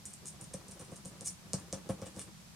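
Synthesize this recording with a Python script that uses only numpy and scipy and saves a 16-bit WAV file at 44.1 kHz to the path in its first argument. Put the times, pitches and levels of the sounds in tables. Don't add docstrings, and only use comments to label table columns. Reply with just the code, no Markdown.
import sys
import numpy as np
from scipy import signal
from scipy.fft import rfft, irfft
from scipy.io import wavfile

SR = 44100
rng = np.random.default_rng(int(sys.argv[2]) if len(sys.argv) > 2 else 0)


def put_to_file(sound):
    columns = np.atleast_2d(sound).T
    safe = np.clip(columns, -1, 1)
    whole_steps = np.round(safe * 32767)
    wavfile.write(sys.argv[1], SR, whole_steps.astype(np.int16))


N = 112454

# pitch_hz, relative level_db (per Hz)
AIR_COLOUR = [(20, -13), (35, -39), (58, -2.5), (80, -2.5), (120, -3), (165, 3.5), (205, 1), (255, -13.5),
              (400, -19.5), (700, -17.5), (1150, -19.5), (1600, -21), (3000, -22), (5600, -21),
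              (8100, -23.5), (12000, -28), (16000, -44.5)]
# pitch_hz, correlation (0-1)
AIR_WIDTH = [(100, 0.84), (300, 0.41), (1000, 0), (3000, 0), (12000, 0)]
AIR_DB = -54

# start_s, level_db
RUB_LEVEL = [(0, -67.5), (.19, -77.5), (0.234, -56), (.29, -72.5), (.35, -59.5), (.45, -62.5), (.5, -68),
             (.6, -65.5), (.75, -60), (.98, -63), (1.02, -69), (1.15, -63), (1.27, -64), (1.34, -72.5),
             (1.5, -63), (1.59, -57), (1.68, -59), (1.8, -57.5), (1.86, -63), (1.98, -62.5), (2.12, -62.5),
             (2.23, -54.5), (2.33, -75.5), (2.55, -82)]
# pitch_hz, relative level_db (per Hz)
RUB_TONE = [(35, -22), (65, 3.5), (150, 1.5), (245, -2.5), (310, 2), (400, -1), (530, -2.5), (700, -9),
            (1100, -9), (1500, -17), (3000, -23), (8000, -35.5)]
RUB_JERK_DB, RUB_JERKS_PER_S = 5.5, 70

# pitch_hz, correlation (0-1)
ROOM_WIDTH = [(110, 1), (280, 0.76), (550, 0.16), (1000, 0.5), (8000, 0.07)]
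ROOM_T60_S, ROOM_GAP_S, EARLY_DB = 0.14, 0.0048, 5.5
CHALK_ROOM_DB, CHALK_EARLY_T60_S = -1.5, 0.18
BOARD_ROOM_DB, BOARD_EARLY_T60_S = -4.5, 0.027

# start_s, length_s (before the release), relative level_db,
# swell_db (from start to end), hiss_hz (centre of the hiss), rasp_db (boost below the hiss)
CHALK_STROKES = [(0.053, 0.0088, -42, 4, 8700, -6), (0.071, 0.045, -60, 0, 9500, 9),
                 (0.131, 0.0068, -44.5, -3, 8140, -7), (0.249, .038, -47, 5, 7600, 1.5),
                 (0.409, 0.011, -49, -8, 8500, 0), (.440, 0.0053, -50.5, -8, 7950, -3),
                 (0.5345, 0.0059, -42, -4, 8500, 6.5), (0.682, 0.0053, -50, -9, 8000, 5),
                 (0.708, 0.011, -49, 4, 8200, 5), (0.789, 0.0245, -53.5, 3, 8700, 9.5),
                 (.846, .009, -59.5, 0, 9000, -1), (0.909, .04, -62.5, -8, 8500, 2),
                 (0.957, 0.01, -50, 0, 7760, 6), (1.046, 0.05, -54.5, -11, 8740, 2),
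                 (1.243, 0.039, -38, 9, 7970, -2.5), (1.596, 0.0051, -55, 0, 9800, -6),
                 (1.742, 0.0064, -51, -2, 7500, 16), (1.893, 0.028, -53.5, -19, 10400, -2),
                 (2.053, 0.019, -52, 7, 8000, 12), (2.137, 0.087, -50.5, 15, 8600, 10.5)]
# pitch_hz, relative level_db (per Hz)
CHALK_COLOUR = [(400, -20.5), (1500, -16), (3600, -13.5), (4800, -8.5), (5800, -2.5), (7500, -3.5),
                (9200, 1.5), (10400, -7.5), (11500, -13.5), (16000, -34)]
DRAG_DB, DRAG_EDGE_S = -1, 0.0018
LEAN_IN = 0.25
GRAINS_PER_S, GRAIN_SCATTER_DB, JUDDER_DB, JUDDERS_PER_S = 6100, 7.5, 3, 350
HISS_DB, HISS_OCTAVES, RASP_BELOW_HZ = 8, 0.41, 4000

MIRROR_S, MIRROR_DB, LEFT_LAG_S = 0.00172, -7.5, 0.000004

# start_s, relative tick_db, relative thump_db, thump tilt_db (per octave)
LANDINGS = [(.411, -26, -21, 1), (0.5384, -16, -9.5, -1.5), (0.685, -41, -18.5, -3), (.766, -42, -20.5, 0),
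            (.793, -31, -18, 1.5), (.917, -40, -14, -1), (1.051, -18.5, -14, -2),
            (1.2097, -10.5, -14.5, -1), (1.5334, 3, -1.5, -2), (1.7271, -2.5, -3.5, -1),
            (1.768, -36, -16.5, 0.5), (1.891, -15, 1.5, -1), (2.0172, -18.5, -7, 0.4),
            (2.061, -23, -16.5, 3), (2.164, -20, -13, -1)]
# pitch_hz, relative level_db (per Hz)
TICK_COLOUR = [(800, -20), (2000, -15.5), (3500, -12), (5700, 3), (7500, 1.5), (9400, 1.5), (10800, -14.5),
               (13000, -24), (16000, -74)]
TICK_DB, CRUMBLE_DB, CRUMBLE_S = -11, -10, 0.00074

# pitch_hz, relative level_db, t60_s
BOARD_MODES = [(79.5, -6, 0.11), (107, -3, 0.14), (143.4, -6, 0.13), (188, 3.5, 0.1), (216.5, -1.5, 0.054),
               (293.3, -6, 0.18), (456.5, 3, 0.039), (541.3, 0.5, 0.13), (643, -24, 0.13),
               (732, -4.5, 0.033), (967, -9.5, 0.024), (1102, -12, 0.11), (1296, -15, 0.095)]
# pitch_hz, relative level_db (per Hz)
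FLUTTER_COLOUR = [(35, -30.5), (70, 0), (125, -5.5), (200, -1.5), (370, -6.5), (530, -3), (800, -8.5),
                  (1400, -16), (2000, -20.5), (3000, -20.5), (8000, -41)]
BOARD_DB, BOARD_RISE_S, BOARD_LAG_S = -33.5, 0.0032, 0.001005
MODE_SCATTER_DB, MODE_SCATTER = 2, 0.007
FLUTTER_DB, FLUTTER_T60_S = -10, 0.11
PIVOT_HZ = 400

TOP_HZ = 15900


def undb(db):
    return 10 ** (np.asarray(db) / 20)


def unit(x):
    return x / np.sqrt(np.sum(x ** 2, axis=-1, keepdims=True) + 1e-20)


def along(points, hz):
    p = np.array(points)
    return np.interp(np.log(hz + 1), np.log(p[:, 0]), p[:, 1])


def response(points, size=4096):
    gain = undb(along(points, np.fft.rfftfreq(size, 1 / SR)))
    cepstrum = irfft(np.log(gain))
    cepstrum[1:size // 2] *= 2
    cepstrum[size // 2 + 1:] = 0
    return unit(irfft(np.exp(rfft(cepstrum))))


def through(x, h):
    return signal.fftconvolve(x, h)[:N]


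def fade(t60):
    return np.exp(-np.log(1000) * np.arange(N) / SR / t60)


def add(out, s, x):
    i = int(s * SR)
    out[i:i + len(x)] += x[:max(N - i, 0)]


def pair(likeness):
    c = np.clip(likeness, 0, 1)
    mid, side = rfft(rng.standard_normal((2, N)))
    shared = np.sqrt((1 + c) / 2) * mid
    opposed = np.sqrt((1 - c) / 2) * side * np.array([[1], [-1]])
    return irfft(shared + opposed, N)


def jitter(rate):
    return np.interp(np.arange(N) / SR * rate, np.arange(N), rng.standard_normal(N))


def air():
    hz = np.fft.rfftfreq(N, 1 / SR)
    likeness = along(AIR_WIDTH, hz)
    gain = undb(along(AIR_COLOUR, hz)) / np.sqrt(1 + likeness)
    noise = irfft(rfft(pair(likeness)) * gain, N)
    return undb(AIR_DB) * noise / np.std(noise)


def rub():
    level_db = np.interp(np.arange(N) / SR, *np.array(RUB_LEVEL).T)
    level_db = level_db + RUB_JERK_DB * jitter(RUB_JERKS_PER_S)
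    return through(undb(level_db) * rng.standard_normal(N), response(RUB_TONE))


def room(x, early_t60):
    decay = fade(ROOM_T60_S) + undb(EARLY_DB) * fade(early_t60)
    shape = decay * (np.arange(N) / SR > ROOM_GAP_S)
    noise = pair(along(ROOM_WIDTH, np.fft.rfftfreq(N, 1 / SR)))
    return np.array([through(x, h) for h in unit(noise * shape)])


def chalk_grains():
    breaks = rng.random(N) < GRAINS_PER_S / SR
    grains = breaks * rng.choice([-1, 1], N)
    scatter_db = GRAIN_SCATTER_DB * rng.standard_normal(N)
    return grains * undb(scatter_db + JUDDER_DB * jitter(JUDDERS_PER_S))


def drag_colour(hiss_hz, rasp_db):
    colour = []
    for f, db in CHALK_COLOUR:
        hiss = HISS_DB * np.exp(-(np.log2(f / hiss_hz) / HISS_OCTAVES) ** 2)
        colour.append((f, db + hiss + rasp_db * (f < RASP_BELOW_HZ)))
    return colour


def drags():
    out = np.zeros(N)
    grains = chalk_grains()
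    for s, length, db, swell_db, hiss_hz, rasp_db in CHALK_STROKES:
        end = length + 2 * DRAG_EDGE_S
        t = np.arange(int(end * SR)) / SR
        press = np.interp(t, [0, LEAN_IN * length, length, end], [0, 1, 1, 0])
        press = press * undb(swell_db * t / length)
        run = unit(press * grains[int(s * SR):][:len(t)])
        run = run * np.sqrt(length * SR)
        add(out, s, undb(db + DRAG_DB) * through(run, response(drag_colour(hiss_hz, rasp_db))))
    return out


def mirrored(x):
    turn = -2j * np.pi * np.fft.rfftfreq(N, 1 / SR)
    near = rfft(x) * (1 + undb(MIRROR_DB) * np.exp(turn * MIRROR_S))
    return irfft(np.array([near * np.exp(turn * LEFT_LAG_S), near]), N)


def ticks():
    out = np.zeros(N)
    t = np.arange(SR // 50) / SR
    dusts = rng.standard_normal((len(LANDINGS), len(t)))
    for (s, db, _, _), dust in zip(LANDINGS, dusts):
        click = undb(CRUMBLE_DB) * unit(dust * np.exp(-t / CRUMBLE_S))
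        click[0] += 1
        add(out, s, undb(db + TICK_DB) * click)
    return through(out, response(TICK_COLOUR))


def thumps():
    size = SR // 2
    out, t = np.zeros(N), np.arange(size) / SR
    rise = 1 - np.exp(-t / BOARD_RISE_S)
    dying = fade(FLUTTER_T60_S)[:size]
    modes = np.array(BOARD_MODES)
    mode_hz, mode_db = modes[:, 0], modes[:, 1]
    signs = (-1) ** np.arange(len(modes))[:, None]
    decays = np.exp(-np.log(1000) * t / modes[:, 2:]) * signs
    spots = rng.standard_normal((len(LANDINGS), 2, len(modes)))
    noises = rng.standard_normal((len(LANDINGS), size))
    for (s, _, db, tilt), spot, noise in zip(LANDINGS, spots, noises):
        tones = np.sin(2 * np.pi * np.outer(mode_hz * (1 + MODE_SCATTER * spot[0]), t))
        tilted_db = mode_db + tilt * np.log2(mode_hz / PIVOT_HZ)
        ring = undb(BOARD_DB + tilted_db + MODE_SCATTER_DB * spot[1]) @ (tones * decays)
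        paper = response([(f, d + tilt * np.log2(f / PIVOT_HZ)) for f, d in FLUTTER_COLOUR])
        flutter = undb(FLUTTER_DB) * through(unit(noise * dying), paper)[:size]
        blow = (ring + flutter) * rise
        add(out, s + BOARD_LAG_S, undb(db) * blow)
    return out


def scene():
    chalk = mirrored(ticks() + drags())
    board = thumps() + rub()
    chalk_tail = undb(CHALK_ROOM_DB) * room(chalk[1], CHALK_EARLY_T60_S)
    board_tail = undb(BOARD_ROOM_DB) * room(board, BOARD_EARLY_T60_S)
    return chalk + board + chalk_tail + board_tail + air()


def record(dry):
    return signal.sosfilt(signal.ellip(8, 0.2, 70, TOP_HZ, fs=SR, output="sos"), dry)


dry = scene()
out = record(dry)
put_to_file(out)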